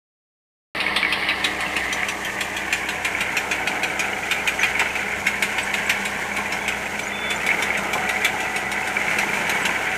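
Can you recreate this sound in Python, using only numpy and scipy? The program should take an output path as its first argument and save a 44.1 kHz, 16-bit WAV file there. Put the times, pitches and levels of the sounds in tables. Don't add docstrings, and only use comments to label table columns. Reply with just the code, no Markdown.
import sys
import numpy as np
from scipy import signal
from scipy.fft import rfft, irfft, next_fast_len
from scipy.io import wavfile

SR = 44100
rng = np.random.default_rng(int(sys.argv[2]) if len(sys.argv) > 2 else 0)


def persist_wave(psi):
    counts = np.round(np.clip(psi, -1, 1) * 32767).astype(np.int16)
    wavfile.write(sys.argv[1], SR, np.atleast_2d(counts).T)


N = 439677


def from_db(db):
    return np.exp(np.asarray(db) * (np.log(10) / 20))


def unit_rms(x):
    return x / np.sqrt(np.mean(x ** 2) + 1e-20)


def in_time(rows):
    times, *columns = np.transpose(rows)
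    return [np.interp(np.arange(N) / SR, times, column) for column in columns]


def drift(rate_hz, step=40):
    pole = np.exp(-2 * np.pi * step * rate_hz / SR)
    noise = rng.standard_normal(N // step + 2002)
    slow = signal.lfilter([1], [1, -2 * pole, pole * pole], noise)[2000:]
    return np.interp(np.arange(N) / step, np.arange(len(slow)), unit_rms(slow))


def colour(x, spectrum, size=4096):
    hz, db = np.transpose(spectrum)
    grid = np.maximum(np.arange(size // 2 + 1) * SR / size, 1)
    cepstrum = irfft(np.log(from_db(np.interp(np.log(grid), np.log(hz), db))))
    cepstrum[1:size // 2] *= 2
    cepstrum[size // 2 + 1:] = 0
    response = irfft(np.exp(rfft(cepstrum)))
    return signal.oaconvolve(x, response / np.linalg.norm(response))[:N]


def grains(per_s, spread_db):
    out, count = np.zeros(N), int(per_s * N / SR)
    when, sign, size = rng.random((count, 3)).T
    out[(when * N).astype(int)] = np.sign(sign - .5) * from_db(spread_db * np.sqrt(12) * size)
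    return unit_rms(out)


def blows(times, levels_db, length_s, tail_db, tail_s, rise_s=.001):
    out, t = np.zeros(N), np.arange(SR // 4) / SR
    decay = np.exp(-(t / length_s) ** 2) + from_db(tail_db) * np.exp(-t / tail_s)
    shape = (1 - np.exp(-t / rise_s)) * decay
    for s, db in zip(times, levels_db):
        at = int(s * SR)
        out[at:at + len(t)] += (from_db(db) * shape)[:N - at]
    return out


def struck(hits, modes, spread_db, detune, tuning=1):
    out, t = np.zeros(N), np.arange(SR // 12) / SR
    hz, mode_db, t60 = np.transpose(modes)[:, :, None]
    chance = rng.standard_normal((len(hits), 3, len(modes), 1))
    for (s, db), ratio, (strength, pitch, phase) in zip(hits, tuning * np.ones(len(hits)), chance):
        decay = from_db(mode_db + spread_db * strength - 60 * t / t60)
        partials = decay * np.sin(2 * np.pi * (hz * (ratio + detune * pitch) * t + phase))
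        note = partials.sum(axis=0) * (1 - np.exp(-t / .0007))
        at = int(s * SR)
        out[at:at + len(t)] += (from_db(db) * note / np.abs(note).max())[:N - at]
    return out


def jostled(modes, per_s):
    out = 0
    for hz, db, t60 in modes:
        r, w = from_db(-60 / (t60 * SR)), 2 * np.pi * hz / SR
        ringing = signal.lfilter([1, 0, -1], [1, -2 * r * np.cos(w), r * r], grains(per_s, 2))
        out = out + from_db(db) * unit_rms(ringing)
    return unit_rms(out)


def shaft_tone(turns, order, waver_db, slip_rad):
    phase = 2 * np.pi * (order * turns + rng.random()) + slip_rad * drift(7.9)
    return np.sqrt(2) * from_db(waver_db * drift(8.3)) * np.sin(phase)


# (time [s], level [dB])
EXHAUST = [(3.5, -46.5), (5.5, -47.5)]
# (order [x crank rate], level [dB])
EXHAUST_ORDERS = [(1, -18), (2, -3), (3, -4.5), (4, -8), (8, -9), (11, -6), (16, -2.5), (20, -2),
                  (26, -3.5)]
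# (time [s], level [dB])
BOOM = [(1.9, -43), (2.3, -48), (3.8, -45), (4.5, -53)]
def exhaust(turns):
    level_db, = in_time(EXHAUST)
    boom_db, = in_time(BOOM)
    tones = sum(from_db(db) * shaft_tone(turns, order, waver_db=2.2, slip_rad=.066 * order)
                for order, db in EXHAUST_ORDERS)
    boom = shaft_tone(turns, order=10, waver_db=2.5, slip_rad=.83)
    return from_db(level_db) * tones + from_db(boom_db) * boom


# (time [s], level [dB])
DRIVE = [(.9, -43.5), (3.9, -46.5), (4.9, -40.5), (7, -43), (7.7, -41.6)]
def drive(turns):
    level_db, = in_time(DRIVE)
    hum = from_db(-.8) * shaft_tone(turns, order=6.5, waver_db=2.5, slip_rad=.75)
    pump = from_db(-4.5) * shaft_tone(turns, order=13.6, waver_db=2.5, slip_rad=.13)
    whine = from_db(-46.5) * shaft_tone(turns, order=24, waver_db=4, slip_rad=.11)
    return from_db(level_db) * (hum + pump) + whine


# (time [s], rumble [dB], rod jangle [dB])
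LOAD = [(1.45, -32.5, -26.5), (2.59, -34.5, -28.5), (3.69, -29.5, -28), (4.32, -32, -27.5),
        (4.66, -31.5, -25), (5.26, -32.5, -27.5), (5.76, -31.5, -25.5), (7.16, -32.5, -29),
        (7.55, -28, -25.5), (8.73, -31, -28), (9.15, -28.5, -24), (9.62, -27.5, -24), (9.949, -31, -26.5)]
# (frequency [Hz], level [dB])
RUMBLE = [(20, -48), (45, -32), (100, -19.5), (170, -1), (250, -5), (400, -2), (550, -3), (760, 2.5),
          (950, 1), (1200, 2), (1600, -3.5), (3000, -35)]
# (frequency [Hz], level [dB], t60 [s])
PLATE_MODES = [(808, -1.5, 0.05), (901, 7.5, 0.11), (1032, 6.5, 0.072)]
def rumble(turns, firing_depth=.12, cycle_points=512):
    level_db, _ = in_time(LOAD)
    cycle = np.interp(turns / 2 % 1, np.linspace(0, 1, cycle_points), rng.standard_normal(cycle_points))
    clatter = from_db(-7.5) * unit_rms(colour(cycle, RUMBLE))
    throb = 1 + firing_depth * np.cos(4 * np.pi * turns) + .13 * np.cos(2 * np.pi * turns)
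    earth = colour(throb * grains(7000, 3.16), RUMBLE)
    plates = from_db(-12) * jostled(PLATE_MODES, per_s=12)
    return from_db(level_db + .5) * (earth + plates + clatter)


# (frequency [Hz], level [dB])
JANGLE = [(700, -29.5), (1200, -4), (1520, 2), (1850, 4), (2200, 5.5), (2500, -4.5), (3000, -5),
          (3700, -20.5), (15000, -86)]
# (frequency [Hz], level [dB], t60 [s])
SIEVE_MODES = [(1520, -6, 0.048), (1805, -2.5, 0.087), (1990, -1, 0.069), (2128, -3, 0.11),
               (2260, -1.5, 0.13), (2397, -5.5, 0.12), (2623, -8.5, 0.097)]
def rods(flutter_db=1.6):
    _, jangle_db = in_time(LOAD)
    shaking = from_db(jangle_db + flutter_db * drift(13))
    contacts = from_db(-2) * colour(grains(2500, 3.5) * shaking, JANGLE)
    return contacts + from_db(-4.5) * shaking * jostled(SIEVE_MODES, per_s=35)


# (frequency [Hz], level [dB])
SOIL = [(3500, 2), (5000, -1.5), (6500, 4), (8000, 0.5), (10000, -3.5), (11100, -12.5), (13400, -5.5),
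        (15500, -31)]
def soil(mean_db=-39, follows=.85):
    _, jangle_db = in_time(LOAD)
    sifting = from_db(mean_db + follows * (jangle_db - jangle_db.mean()) + drift(14))
    return colour(grains(5000, 2) * sifting, SOIL)


# (frequency [Hz], level [dB], t60 [s])
KNOCK_MODES = [(1710, -7, 0.014), (2219, -4.5, 0.036), (2630, -17, 0.0079)]
def tumbling(per_s=21, over_jangle_db=10.5, range_db=6):
    load_times, _, jangle_db = np.transpose(LOAD)
    when, smallness = rng.random((int(per_s * N / SR), 2)).T
    times = when * (N - 1) / SR
    levels_db = np.interp(times, load_times, jangle_db) + over_jangle_db - range_db * smallness
    return struck(np.c_[times, levels_db], KNOCK_MODES, spread_db=2.5, detune=.08)


# (time [s], level [dB])
STONES = [(.751, -14), (0.8648, -5), (1.226, -11.5), (1.0294, -0.5), (1.0483, -1), (1.307, -3.5),
          (2.0318, -4), (3.149, -7), (4.595, -7), (4.752, -10), (4.857, -9), (5.2694, -1.5), (7.069, -10),
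          (7.490, -1), (7.515, -4), (7.5043, -2.5), (7.547, -9), (7.7043, -4), (7.751, -6), (7.980, -9),
          (8.1643, -5.5), (8.296, -8.5), (8.9675, -2), (9.081, -5), (9.3312, -5.5), (9.4684, -8),
          (9.693, -7)]
# (frequency [Hz], level [dB])
CLANK = [(50, -40), (400, -21), (1100, 0), (2000, 7), (2380, 4), (2800, 2.5), (3400, -9), (5000, -15.5),
         (12000, -66)]
def stones():
    times, levels_db = np.transpose(STONES)
    clicks = np.zeros(N)
    clicks[(times * SR).astype(int)] = from_db(levels_db)
    clank = from_db(-.5) * colour(clicks, CLANK)
    knock = from_db(-5) * struck(STONES, KNOCK_MODES, spread_db=2.5, detune=.021)
    ping = from_db(-17) * struck(STONES, SIEVE_MODES, spread_db=0, detune=.012)
    return clank + knock + ping


# (time [s], crack [dB], clank [dB])
STROKES = [(0.8, -29.5, -20), (0.96, -20, -16.5), (1.122, -23.5, -18), (1.285, -28.5, -18),
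           (1.441, -19.5, -16), (1.603, -28.5, -24), (1.763, -25.5, -17), (1.924, -22.0, -25),
           (2.083, -24.5, -21), (2.246, -28, -30), (2.406, -23.5, -18), (2.564, -27.5, -21.5),
           (2.725, -21.5, -13), (2.886, -27.5, -19.5), (3.046, -24, -16), (3.205, -27, -17.5),
           (3.366, -23.5, -15.0), (3.511, -23.5, -15.0), (3.671, -24.5, -15.5), (3.83, -25.5, -17.5),
           (3.992, -21, -16), (4.309, -23.5, -13.5), (4.472, -23.5, -13.5), (4.63, -25, -11),
           (4.792, -24.5, -11.5), (4.952, -33, -20), (5.265, -23, -15.5), (5.422, -21.5, -13),
           (5.581, -27.5, -15), (5.737, -25.5, -14.0), (5.893, -20.0, -12), (6.05, -27, -22),
           (6.364, -28, -22), (6.521, -27.5, -21), (6.677, -25.5, -17), (6.99, -31, -25),
           (7.302, -26, -18.5), (7.462, -24.5, -21), (7.621, -22.5, -20), (7.772, -28.5, -25),
           (7.93, -25.5, -18.5), (8.089, -25.5, -17), (8.244, -17, -13), (8.402, -29.5, -26.0),
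           (8.559, -27.5, -21), (8.714, -27, -23.0), (8.872, -27, -27.5), (9.184, -21.5, -15.5),
           (9.336, -36, -21), (9.493, -22, -18), (9.651, -23, -16)]
# (frequency [Hz], level [dB])
CRACK = [(40, -36), (250, 5), (1500, 4.5), (2800, 9), (4000, 0.5), (4500, -6), (6000, 0.5), (7800, 2),
         (9800, -3.5), (11200, -8), (13400, -6.5), (15500, -28)]
# (frequency [Hz], level [dB], t60 [s])
LINKAGE_MODES = [(1714, -14, 0.055), (2040, -4, .05), (2305, 8.5, 0.055), (2580, -1, 0.08),
                 (2960, -4, 0.06), (3967, -13, 0.06)]
# (time [s], pitch [ratio])
LINKAGE_TUNING = [(1.8, 1.05), (2.7, 1.065), (4.65, 1.07), (5.25, .94), (7.3, 1)]
def sieve(min_rebound_s=.0066, rebound_loss_db=3.5, chain_t60_s=.12):
    times, crack_db, clank_db = np.transpose(STROKES)
    heavy = grains(4000, 3.9) * blows(times, clank_db, length_s=.02, tail_db=-2.5, tail_s=.072)
    sharp = grains(3000, 2) * blows(times, crack_db, length_s=.009, tail_db=-4, tail_s=.044)
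    slams = times + .002
    rebounds = times + min_rebound_s * (1 + rng.random(len(times)))
    hits = np.r_[np.c_[slams, clank_db], np.c_[rebounds, clank_db - rebound_loss_db]]
    tuning = np.interp(hits[:, 0], *np.transpose(LINKAGE_TUNING))
    clang = struck(hits, LINKAGE_MODES, spread_db=4.5, detune=.025, tuning=tuning)
    chain_modes = [(hz, 0, chain_t60_s) for hz in np.geomspace(3300, 15000, 32)]
    tinkle = struck(np.c_[slams, crack_db], chain_modes, spread_db=5, detune=.04)
    crack = from_db(-7.5) * sharp + from_db(6) * tinkle
    return from_db(-10.5) * colour(heavy, CLANK) + colour(crack, CRACK) + from_db(3) * clang


# (time [s], pitch [Hz], level [dB])
SQUEAKS = [(4.587, 6450, -28), (4.606, 5970, -26), (5.624, 8030, -27), (5.857, 7800, -32),
           (7.026, 6050, -32), (7.068, 6830, -31), (7.353, 7100, -31), (9.62, 7850, -30)]
def squeaks(length_s=.024, waver=.01, faint_hz=6700, faint_db=-42, faint_count=60):
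    out, n = np.zeros(N), int(length_s * SR)
    wobble = 1 + waver * drift(150)
    faint = [(rng.random() * (N - n) / SR, faint_hz * (1 + .09 * rng.normal()), faint_db)
             for _ in range(faint_count)]
    for s, hz, db in SQUEAKS + faint:
        at = int(s * SR)
        phase = 2 * np.pi * np.cumsum(hz * wobble[at:at + n]) / SR
        out[at:at + n] += from_db(db) * np.sin(phase) * np.hanning(n)
    return out


# (start [s], end [s], pitch [Hz], waver [Hz], level [dB])
SINGING = [(3.55, 4.22, 749, 2.2, -37), (6.57, 6.82, 3360, 25, -43), (7.096, 7.307, 3500, 12, -35),
           (7.263, 7.37, 3490, 14.4, -32), (7.9, 10.0, 750.5, 2.06, -37), (7.997, 8.85, 1977, 23, -31)]
def singing_steel(flutter_db=3, fade_s=.05):
    out, t, wobble = 0, np.arange(N) / SR, drift(19.8)
    for start, end, hz, waver_hz, db in SINGING:
        held = np.clip(np.minimum(t - start, end - t) / fade_s, 0, 1)
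        phase = 2 * np.pi * np.cumsum(hz + waver_hz * wobble) / SR
        out = out + from_db(db) * held * np.sin(phase)
    return out * from_db(flutter_db * drift(14))


# (time [s], level [dB])
THUDS = [(4.812, -14.5), (6.383, -15.5), (6.541, -20.5), (7.952, -13.5), (8.34, -20), (9.69, -17)]
def potatoes():
    force = blows(*np.transpose(THUDS), length_s=.017, tail_db=0, tail_s=.025, rise_s=.0012)
    clods = from_db(-12.5) * colour(grains(3000, 3.2) * force, RUMBLE)
    return clods + from_db(-.5) * struck(THUDS, PLATE_MODES, spread_db=3, detune=.048)


# (time [s], frequency [Hz])
GROUND_DIP = [(.8, 1480), (2.1, 1424), (3.2, 1176), (4.3, 1130), (5.3, 1196), (6.2, 1243), (7.3, 1103),
              (9.9, 1172)]
# (centre [x cancelled pitch], width [Hz], depth [up to 1; below 0 a crest])
HOLLOWS = [(1.002, 306, 0.81), (1.32, 236, -0.15), (1.6, 267, 0.43)]
def ground_bounce(x, block=512):
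    dip_hz, = in_time(GROUND_DIP)
    for multiple, width_hz, depth in HOLLOWS:
        notched, state, hz = np.zeros(N), np.zeros(2), multiple * dip_hz
        for i in range(0, N, block):
            b, a = signal.iirnotch(hz[i], hz[i] / width_hz, fs=SR)
            notched[i:i + block], state = signal.lfilter(b, a, x[i:i + block], zi=state)
        x = x + depth * (notched - x)
    return x


# (time [s], speed [turns/s])
CRANK = [(1.3, 30.6), (2.2, 30.45), (3.7, 30.5), (5.6, 31.16), (9.4, 31.29)]
def scene():
    turns = np.cumsum(in_time(CRANK)[0]) / SR
    tractor = exhaust(turns) + drive(turns)
    digger = rumble(turns) + rods() + soil() + sieve()
    crop = stones() + potatoes() + tumbling()
    friction = squeaks() + singing_steel()
    return ground_bounce(tractor + digger + crop + friction)[None]


# (frequency [Hz], gain [dB])
HARSH_TONE = [(1800, 0), (2800, 3.5), (4500, 10), (6600, -19), (9000, -1.5), (12000, -4)]
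# (time [s], share [0-1])
HARSH_SHARE = [(1.3, 1), (1.47, .45), (2.2, 0)]
def record(dry, start_s=.749, cutoff_hz=15400):
    share, = in_time(HARSH_SHARE)
    size = next_fast_len(N)
    gain = from_db(np.interp(np.arange(size // 2 + 1) * SR / size, *np.transpose(HARSH_TONE)))
    harsh = irfft(rfft(dry, size) * gain, size)[:, :N]
    heard = (np.arange(N) / SR >= start_s) * (share * harsh + (1 - share) * dry)
    lowpass = signal.ellip(10, .1, 80, cutoff_hz, fs=SR, output="sos")
    return signal.sosfilt(lowpass, np.tanh(heard) + 1e-18)


dry = scene()
out = record(dry)
persist_wave(out)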